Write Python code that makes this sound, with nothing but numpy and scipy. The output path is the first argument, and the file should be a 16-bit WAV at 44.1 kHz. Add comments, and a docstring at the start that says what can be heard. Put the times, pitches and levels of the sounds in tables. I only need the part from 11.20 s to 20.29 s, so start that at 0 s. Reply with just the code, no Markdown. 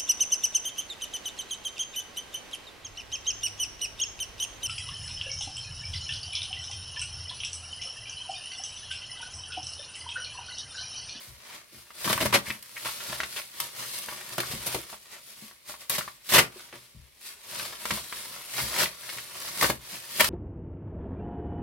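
"""Quiet room, camera close by: a padded paper mailer is turned in the hands, slit with a knife and pulled open.
Random snaps of fibres, filtered, make the slide, the crinkle and the short rips; cracks are decaying noise.
Buckling walls ring as damped sines, squeaks and soft bumps as driven resonances.
Table modes and brief random echoes answer; a faint steady rush lies underneath."""
import sys
import numpy as np
from scipy import signal
from scipy.fft import rfft, irfft, next_fast_len
from scipy.io import wavfile
from scipy.ndimage import map_coordinates

SR = 44100
rng = np.random.default_rng(int(sys.argv[2]) if len(sys.argv) > 2 else 0)


def waveform_to_disk(signal):
    """Save audio, clipped to [-1, 1], as 16-bit WAV at the path in sys.argv[1]."""
    frames = np.transpose(np.atleast_2d(signal))
    scaled = np.clip(frames, -1, 1) * 32767
    samples = np.round(scaled).astype(np.int16)
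    wavfile.write(sys.argv[1], SR, samples)


N = 400869


def amp(db):
    """Amplitude factor of a level in dB."""
    return 10 ** (np.asarray(db) / 20)


def unit(x):
    """x scaled to rms 1."""
    return x / np.sqrt(np.mean(x ** 2) + 1e-20)


def along(points, hz):
    """Interpolate (Hz, value) points on a log frequency axis."""
    point_hz, value = np.transpose(points)
    return np.interp(np.log(hz + 1), np.log(point_hz + 1), value)


def wobble(knots_per_s):
    """Random curve, straight between normally distributed knots."""
    knots = rng.standard_normal(N // 20)
    return map_coordinates(knots, [np.arange(N) * knots_per_s / SR], order=1, mode="wrap")


def filtered(x, response):
    """x times a complex response of frequency."""
    size = x.shape[-1]
    padded = next_fast_len(size + SR // 8, True)
    spectrum = rfft(x, padded) * response(np.fft.rfftfreq(padded, 1 / SR))
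    return irfft(spectrum, padded)[..., :size]


def coloured(x, spectrum, tilt_db_per_oct=0):
    """x through a causal minimum-phase filter with this spectrum, tilted."""
    hz = np.fft.rfftfreq(4096, 1 / SR)
    octaves = np.log2(np.maximum(hz, spectrum[1][0]) / SR)
    level_db = along(spectrum, hz) + tilt_db_per_oct * octaves
    cepstrum = irfft(np.log(amp(level_db)))
    # folding the cepstrum onto positive times makes the filter causal
    half = len(cepstrum) // 2
    cepstrum[1:half] *= 2
    cepstrum[half + 1:] = 0
    impulse = irfft(np.exp(rfft(cepstrum)))
    return signal.oaconvolve(x, impulse)[:len(x)]


def resonance(f, hz, width_hz):
    """Response of one damped mode, 1 at its centre."""
    return 1j * f * width_hz / (hz * hz - f * f + 1j * f * width_hz)


def add(track, start_s, sound):
    """Mix a sound into the track at start_s."""
    room_left = track[max(round(start_s * SR), 0):][:len(sound)]
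    room_left += sound[:len(room_left)]


def snaps(size, rate_hz, spread_db):
    """Fibres let go at random moments with uneven strength and random sign; rms 1."""
    fires = rng.random(size) < rate_hz / SR
    strength = amp(spread_db * np.clip(rng.standard_normal(size), -2, 2))
    return unit(fires * strength * rng.choice([-1, 1], size))


# hand moves, relative levels: [height_s, rise_s, fall_s, slide_db, crinkle_db]
HAND_MOVES = [(.02, .1, .12, -51.5, -53.5), (.35, .15, 0.073, -54.5, -45), (.57, 0.077, .11, -56, -58),
              (.9, .09, .07, -36.5, -37.5), (1.04, 0.079, 0.057, -39.5, -33),
              (1.18, 0.056, 0.025, -41.5, -42), (1.28, 0.039, 0.092, -45, -44),
              (1.45, 0.038, 0.12, -57, -76), (1.69, 0.15, 0.18, -43, -48), (1.91, 0.14, 0.17, -43.5, -40),
              (2.17, 0.12, 0.12, -45, -55), (2.431, 0.082, 0.073, -43.5, -44),
              (2.62, 0.075, 0.054, -42.5, -41.5), (2.76, 0.15, .13, -41.5, -47),
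              (2.94, 0.15, 0.15, -48, -44.5), (3.13, 0.14, 0.14, -50, -44.5), (3.32, 0.17, 0.098, -42, -41),
              (3.53, 0.16, 0.088, -41, -41.5), (3.73, 0.078, 0.042, -49.5, -48.5),
              (3.83, .06, .06, -58, -64), (3.94, 0.053, 0.049, -52, -44.5), (4.11, 0.099, .05, -51, -60),
              (4.24, 0.12, .1, -52.5, -56.5), (4.5, 0.032, .055, -45, -47),
              (4.61, 0.022, 0.045, -49.5, -51), (4.77, 0.056, 0.12, -45, -46),
              (5.11, 0.047, .05, -42.5, -49), (5.22, .05, 0.036, -42, -40), (5.4, 0.1, 0.13, -54.5, -50),
              (5.555, .025, 0.15, -58, -59), (6.08, 0.056, 0.06, -46.5, -56), (6.41, 0.13, 0.15, -42, -40),
              (6.62, .05, .06, -48, -54), (6.73, 0.092, .11, -39.5, -39.5),
              (6.96, 0.092, 0.29, -44.5, -46.5), (7.16, 0.057, 0.1, -50.5, -47),
              (7.41, 0.1, 0.13, -36, -40), (7.609, 0.081, 0.066, -34, -30), (7.95, 0.17, 0.12, -44, -43.5),
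              (8.28, .16, 0.064, -42.5, -39.5), (8.449, 0.083, 0.063, -32.5, -33),
              (8.75, 0.11, 0.1, -45, -45), (9.04, 0.11, 0.13, -34.5, -38)]
SWELL_DB, SWELL_SHAPE = 9.5, 1.39  # drop after one rise or fall time; roundness of the top
HOLD_DB = -67  # relative floor of slide and crinkle between moves
FLEX_DB, FLEX_DB_PER_DB = -55, 1.09  # relative flex in an average move; growth with effort


def effort():
    """Relative dB curves: overlapping moves add in power, and flex follows both slide and crinkle."""
    t = np.arange(0, N, 64) / SR
    height_s, rise_s, fall_s, slide_db, crinkle_db = np.transpose(HAND_MOVES)[:, :, None]
    distance = np.abs(np.maximum((height_s - t) / rise_s, (t - height_s) / fall_s))
    swell_db = -SWELL_DB * distance ** SWELL_SHAPE

    def total_db(move_db):
        """Power sum of all moves and the holding floor."""
        moves = np.linalg.norm(amp(move_db + swell_db), axis=0)
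        return 20 * np.log10(np.hypot(moves, amp(HOLD_DB)))

    slide, crinkle = total_db(slide_db), total_db(crinkle_db)
    above_average_db = (slide - slide_db.mean() + crinkle - crinkle_db.mean()) / 2
    flex = FLEX_DB + FLEX_DB_PER_DB * above_average_db
    return [np.interp(np.arange(N) / SR, t, level) for level in (slide, crinkle, flex)]


# relative spectrum of sliding paper: [freq_hz, density_db]
SLIDE_SPECTRUM = [(300, -33), (1000, -10.5), (2500, -1.5), (4400, 1), (6800, -5), (9000, -1), (12000, -2.5),
                  (16000, -9.5)]
# relative spectrum of small creases: [freq_hz, density_db]
CRINKLE_SPECTRUM = [(150, -26.5), (400, -5.5), (700, -5.5), (1200, -2), (2400, -1), (4000, -4),
                    (6500, -6.5), (16000, -37)]
# relative spectrum of the flexing bag: [freq_hz, density_db]
FLEX_SPECTRUM = [(25, -10.5), (60, -12), (120, 1.5), (220, -2.5), (450, -2.5), (900, -7.5), (3000, -45.5)]
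# relative spectrum of breaking fibres: [freq_hz, density_db]
TEAR_SPECTRUM = [(80, -14.5), (300, -10), (600, -6.5), (1200, -1.5), (2600, 2), (4500, -1), (6800, -8.5),
                 (9000, -4.5), (12500, -5), (16000, -14.5)]


def handling(tick_db=-11, tick_life_s=0.0012):
    """Sliding paper hisses and ticks, creases crinkle in clumps and the whole bag flexes."""
    slide_db, crinkle_db, flex_db = effort()
    grip_db = wobble(70)  # the paper catches and slips
    slide_snaps = snaps(N, rate_hz=14000, spread_db=3.5) * amp(grip_db + 1.3 * wobble(300))
    slide = coloured(slide_snaps, SLIDE_SPECTRUM)
    # single creases give way, each with about a millisecond of crackle
    t = np.arange(SR // 100) / SR
    gives = np.abs(snaps(N, rate_hz=35, spread_db=4.0))
    crackle = signal.oaconvolve(gives, np.exp(-t / tick_life_s))[:N]
    ticks = coloured(crackle * rng.standard_normal(N), TEAR_SPECTRUM, tilt_db_per_oct=3.0)
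    crease_snaps = snaps(N, rate_hz=2200, spread_db=2) * amp(2.3 * grip_db + 3.0 * wobble(220))
    crinkle = coloured(crease_snaps, CRINKLE_SPECTRUM)
    flex = coloured(snaps(N, rate_hz=900, spread_db=1) * amp(wobble(25)), FLEX_SPECTRUM)
    surface = amp(slide_db + 5.5) * (unit(slide) + amp(tick_db) * unit(ticks))
    return surface + amp(crinkle_db - 0.97) * unit(crinkle) + amp(flex_db - 3.0) * unit(flex)


# tearing or scraping strokes, relative levels: [start_s, length_s, level_db, bright_db_per_oct, push_db]
RIP_STROKES = [(0.842, 0.019, -29, 0.5, -6), (.895, 0.018, -24.5, -.5, -3.5), (1.003, 0.027, -26.5, -1, 1),
               (1.052, 0.0099, -24, 1, 3), (1.125, .037, -21.5, -3.5, -8), (1.137, 0.018, -14.5, -1, -11),
               (1.648, 0.021, -30.5, -1, -19), (2.16, 0.033, -33, 0.5, -17),
               (3.18, 0.0046, -25.5, 1.5, 2.5), (3.46, 0.016, -27, 5, -5.5), (3.544, 0.0036, -26, 1.5, 2.5),
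               (4.694, 0.067, -28, 2.5, -10.5), (4.78, 0.0089, -24, 2.5, -7.5),
               (5.089, 0.06, -27, 2.5, -14), (5.12, .014, -22.5, 1, -5), (5.134, 0.037, -13.5, 0.1, -7.5),
               (5.179, .016, -11.5, -.5, -11.5), (5.527, 0.03, -45, -4.5, -4),
               (7.38, 0.021, -28.5, -0.5, -9), (7.582, 0.061, -25, 1, -7), (8.426, 0.0065, -21.5, 2, -2),
               (8.434, 0.011, -22.5, -3.5, 1), (8.494, 0.0093, -29, 6, 7.5),
               (8.995, 0.019, -16.5, -1, -9.5), (9.041, 0.0055, -22, 0, -19)]


def rips(rise_s=0.0017, release_s=0.0098, jerk_db=1.44, buckle_db=-6):
    """Each stroke breaks fibres in jerky bunches, buckles the cut edge and tugs at the bag, then lets go."""
    tears, tugs = np.zeros(N), np.zeros(N)
    t = np.arange(SR // 5) / SR
    for start_s, length_s, level_db, bright_db_per_oct, push_db in RIP_STROKES:
        let_go = np.exp(-np.maximum(t - length_s, 0) / release_s)
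        pull = amp(level_db - 2.5) * (1 - np.exp(-t / rise_s)) * let_go
        fibre_snaps = snaps(len(t), rate_hz=5000, spread_db=1.5)
        fibres = unit(coloured(fibre_snaps, TEAR_SPECTRUM, bright_db_per_oct))
        edge_snaps = snaps(len(t), rate_hz=350, spread_db=2)
        edge = unit(coloured(edge_snaps, CRINKLE_SPECTRUM, bright_db_per_oct))
        tug = unit(coloured(rng.standard_normal(len(t)), FLEX_SPECTRUM))
        add(tears, start_s, pull * (fibres + amp(buckle_db) * edge))
        add(tugs, start_s, pull * amp(push_db - 4.5) * tug)
    return tears * amp(jerk_db * wobble(260)) + tugs


# taut paper parting at once, relative levels: [start_s, level_db, bright_db_per_oct]
PAPER_CRACKS = [(.929, -14.5, -1.5), (1.426, -35, 4), (2.402, -19, 2.5), (2.787, -30, 4),
                (3.203, -20, -0.5), (3.468, -23, 7), (4.6971, -16, 5.5), (6.655, -24.5, -1),
                (6.7077, -22, -2), (8.412, -16.5, -0.5), (8.4251, -19.5, 3.5), (8.5, -20, -0.5),
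                (9.0428, -27.5, 1.5)]


def cracks(life_s=0.006, jolt=4):
    """One hard jolt, then a few milliseconds of fibres giving way behind it."""
    out, t = np.zeros(N), np.arange(SR // 20) / SR
    for start_s, level_db, bright_db_per_oct in PAPER_CRACKS:
        burst = rng.standard_normal(len(t)) * np.exp(-t / life_s)
        burst[0] += jolt
        crack = unit(coloured(burst, TEAR_SPECTRUM, bright_db_per_oct))
        add(out, start_s, amp(level_db - 13.5) * crack)
    return out


# buckles of the stiff wall, relative levels: [start_s, level_db, pitch_hz, crack_db]
WALL_POPS = [(0.7042, -36, 1260, -24), (0.8759, -17.5, 1120, -6), (.909, -22, 1300, -8),
             (.977, -19, 1180, 0), (1.01, -14.5, 2070, 0), (1.058, -20, 1120, 2), (1.3, -27, 1300, -16),
             (1.656, -26.5, 1170, -17), (1.685, -26, 1200, -14), (1.804, -26.5, 2050, -16),
             (1.927, -25.5, 990, -15), (2.002, -16.5, 1750, -28), (2.0325, -19, 1960, -20.5),
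             (2.885, -23, 1470, -21), (2.924, -32.5, 937, -18), (3.181, -16.5, 1400, 1),
             (3.233, -26, 1110, -19), (3.549, -23.5, 760, -12), (3.728, -32.5, 830, -16),
             (3.741, -36.5, 860, -5), (3.965, -37, 2000, -14), (4.3115, -40, 1320, -18),
             (4.495, -32, 834, -3), (4.54, -34, 1130, -16), (4.782, -27, 1110, -4.5),
             (4.809, -24, 1420, -21), (4.877, -28.5, 1150, -15), (5.526, -33.5, 1710, -28),
             (6.371, -34, 1400, -12), (6.395, -22.5, 2160, -13), (6.532, -36, 1000, -16),
             (6.553, -35, 2900, -14), (6.654, -27, 1090, -17), (6.706, -18, 1270, -18),
             (6.708, -16.5, 2400, -18), (6.775, -27, 1100, -14), (6.925, -23.5, 1450, -6),
             (7.891, -26, 2090, -9), (7.983, -25.5, 2020, -22), (8.425, -10, 1200, -8),
             (8.443, -15, 1400, -12), (8.5, -20, 1210, -1), (9.004, -9, 2140, -5), (9.007, -9, 2200, 8)]
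CHATTER_DB = -8.5  # smaller creases, relative to the ring


def pops(decay_cycles=0.99, overtone=1.13, chatter_life_s=0.0076, crack_life_s=.0012):
    """A buckle starts with a crack, rings with a decay of about one cycle and sets smaller creases chattering."""
    out, t = np.zeros(N), np.arange(SR // 12) / SR
    for start_s, level_db, pitch_hz, crack_db in WALL_POPS:
        ring = np.sin(2 * np.pi * pitch_hz * t) * np.exp(-t * pitch_hz / decay_cycles)
        noise = rng.standard_normal(len(t))
        creases = unit(filtered(noise, lambda f: resonance(f, overtone * pitch_hz, 2.4 * pitch_hz) ** 3))
        chatter = amp(CHATTER_DB) * creases * np.exp(-t / chatter_life_s)
        # differenced noise is bright
        crack = np.diff(rng.standard_normal(len(t) + 1)) * np.exp(-t / crack_life_s)
        pop = ring + chatter + amp(crack_db - 7) * crack
        add(out, start_s + .0008, amp(level_db + 1.5) * pop)
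    return out


# stick-slip of blade or fingers, relative levels: [start_s, length_s, pitch_hz, level_db]
PAPER_SQUEAKS = [(1.256, 0.03, 2100, -38), (1.297, .02, 2400, -27.5), (1.559, 0.028, 2000, -36.5),
                 (2.158, 0.032, 2820, -34.5), (3.929, 0.04, 2000, -50), (7.654, 0.011, 2420, -27)]


def squeaks(relative_width=0.48):
    """Uneven slips drive one resonance of the taut paper."""
    out = np.zeros(N)
    for start_s, length_s, pitch_hz, level_db in PAPER_SQUEAKS:
        size = round(length_s * SR)
        slips = snaps(size, rate_hz=1500, spread_db=3.5)
        tone = filtered(slips, lambda f: resonance(f, pitch_hz, relative_width * pitch_hz) ** 2)
        add(out, start_s, amp(level_db) * unit(tone) * np.sqrt(np.hanning(size)))
    return out


# soft bumps on the padded bag, relative levels: [peak_s, level_db, push_hz]
BAG_BUMPS = [(.078, -39, 62), (.115, -40, 62.3), (.524, -46, 260), (.55, -45, 120), (0.866, -25, 211),
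             (.948, -30, 129), (1.028, -19.5, 220), (1.08, -31, 130), (1.17, -27, 180), (1.275, -34, 130),
             (1.3, -32.5, 214), (1.889, -34, 164), (3.189, -31, 355), (3.299, -34, 115),
             (3.335, -26.5, 131), (3.36, -38, 65), (3.549, -24, 357), (3.589, -39, 390),
             (4.222, -39.5, 200), (5.189, -18.5, 360), (5.359, -39, 350), (5.53, -41, 450),
             (5.55, -45, 160), (5.746, -40, 105), (5.772, -37.5, 62), (6.714, -27, 135),
             (7.417, -28.5, 118), (7.609, -32.5, 132), (8.447, -33, 100), (8.509, -32, 202),
             (8.579, -42, 59), (8.726, -37.5, 125), (9.032, -32, 122)]


def bumps(rise_s=0.0033, life_s=0.02, padding_hz=520):
    """Padding turns a knock into a dull shudder; the deeper it is, the longer it lasts."""
    out, t = np.zeros(N), np.arange(SR // 4) / SR
    padding = signal.butter(N=3, Wn=padding_hz, fs=SR, output="sos")
    for peak_s, level_db, push_hz in BAG_BUMPS:
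        slow = np.sqrt(150 / push_hz)  # stretches rise and life, 1 at 150 Hz
        swell = (1 - np.exp(-t / (rise_s * slow))) * np.exp(-t / (life_s * slow))
        knock = rng.standard_normal(len(t)) * swell
        shudder = filtered(knock, lambda f: resonance(f, push_hz, 1.23 * push_hz) ** 2)
        dull = unit(signal.sosfilt(padding, shudder))
        # the bag starts to move about a cycle before its peak
        add(out, peak_s - 0.807 / push_hz, amp(level_db - 21.5) * dull)
    return out


# standing waves of the table and its corner: [freq_hz, width_hz, over_direct_db]
CORNER_MODES = [(67, 7.7, 8), (125.3, 10.7, 3), (211, 18.4, 3), (357.4, 36, -0.5), (594, 94, 2.5),
                (960, 79, 0.5), (1117, 80, 1), (1380, 53, -8), (1810, 180, -7), (2127, 49, -5.5)]


def corner(x):
    """Damped modes of the table and its corner ring along with the direct sound."""
    def response(f):
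        """Direct sound plus every mode."""
        return 1 + sum(amp(db) * resonance(f, hz, width_hz) for hz, width_hz, db in CORNER_MODES)
    return filtered(x, response)


# side gain of the sheet's spread: [freq_hz, gain_db]
SHEET_SPREAD = [(100, -24), (500, -6), (1200, -2.5), (2500, -6.5), (5000, -1.5), (9000, -1.5), (15000, -1)]


def sheet_spread(x):
    """Fibres all over the sheet sound at once: a side signal, weak in the bass."""
    return filtered(x, lambda hz: amp(along(SHEET_SPREAD, hz)))


# reverberation time of the walls: [freq_hz, t60_s]
WALL_DECAY = [(100, 0.38), (500, 0.23), (2000, 0.19), (12000, 0.16)]


def reflections(near_db, near_life_s, tail_db, scatter_hz=1300):
    """Mid and side echoes: short waves scatter quickly off hands and table, then the walls answer."""
    noise = rng.standard_normal((2, SR // 4))
    hz, frame_s, frames = signal.stft(noise, SR, nperseg=256)
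    decay = amp(-60 * frame_s / along(WALL_DECAY, hz)[:, None])
    tail = signal.istft(frames * decay, SR, nperseg=256)[1]
    t = np.arange(tail.shape[1]) / SR
    near = rng.standard_normal(tail.shape) * np.exp(-t / near_life_s)
    near = filtered(near, lambda f: 1j * f / (1j * f + scatter_hz))
    tail = tail * (1 - np.exp(-t / 0.0022))
    return (amp(near_db) * unit(near) + amp(tail_db) * unit(tail)) / np.sqrt(len(t))


# side gain of the echoes: [freq_hz, gain_db]
ECHO_WIDTH = [(100, -11.5), (400, -7), (1000, 2), (2500, 0.5), (9000, 1)]


def room(x):
    """Mid and side echoes, redrawn every 1/8 s and crossfaded."""
    wet, hop = np.zeros((2, N)), SR // 8
    padded = np.pad(x, (hop, 2 * hop))
    fade = np.sqrt(np.hanning(2 * hop))
    for start in range(-hop, N, hop):
        piece = padded[start + hop:][:2 * hop] * fade
        impulses = reflections(near_db=-10, near_life_s=0.0075, tail_db=-11.5)
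        echoes = signal.fftconvolve(piece[None], impulses, axes=1)
        for channel, echo in zip(wet, echoes):
            add(channel, start / SR, echo[max(-start, 0):])
    return wet[0], filtered(wet[1], lambda hz: amp(along(ECHO_WIDTH, hz)))


# relative spectrum of the quiet room: [freq_hz, density_db]
QUIET_SPECTRUM = [(25, 1.5), (65, -3), (130, -9), (280, -11.5), (500, -9.5), (1400, -28), (2100, -6.5),
                  (3500, -14), (7000, -28.5), (16000, -26.5)]


def background():
    """Faint, steady rush of the room: separate noise left and right over a weaker shared one."""
    shared, left, right = [unit(coloured(rng.standard_normal(N), QUIET_SPECTRUM)) for _ in range(3)]
    return amp(-74.0) * shared + amp(-65.5) * np.array([left, right])


def scene():
    """The mailer over the table, heard by two close microphones."""
    paper = corner(handling() + rips() + cracks() + squeaks() + pops() + bumps())
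    echo_mid, echo_side = room(paper)
    # a second random draw of the paper gives each microphone its own treble
    spread = sheet_spread(handling() + rips() + cracks())
    mid = amp(-3.0) * (paper + echo_mid)
    side = amp(-2.0) * (spread + echo_side)
    # left over right gain: (freq_hz, gain_db)
    lean = [(100, 5.0), (450, 0.5), (1200, 1.0), (5000, 1.2), (13000, 0.0)]
    left = filtered(mid + side, lambda hz: amp(along(lean, hz) / 2))
    right = filtered(mid - side, lambda hz: amp(-along(lean, hz) / 2))
    return np.array([left, right]) + background()


def record(dry, low_cut_hz=42, top_hz=16000, ceiling=0.62):
    """The camera sheds the deepest bass, rounds the tallest peaks and keeps nothing above its band limit."""
    high_pass = signal.butter(N=3, Wn=low_cut_hz, btype="high", fs=SR, output="sos")
    thin = signal.sosfilt(high_pass, dry)
    rounded = thin / (1 + (thin / ceiling) ** 4) ** (1 / 4)
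    return filtered(rounded, lambda hz: hz < top_hz)


dry = scene()
out = record(dry)
waveform_to_disk(out)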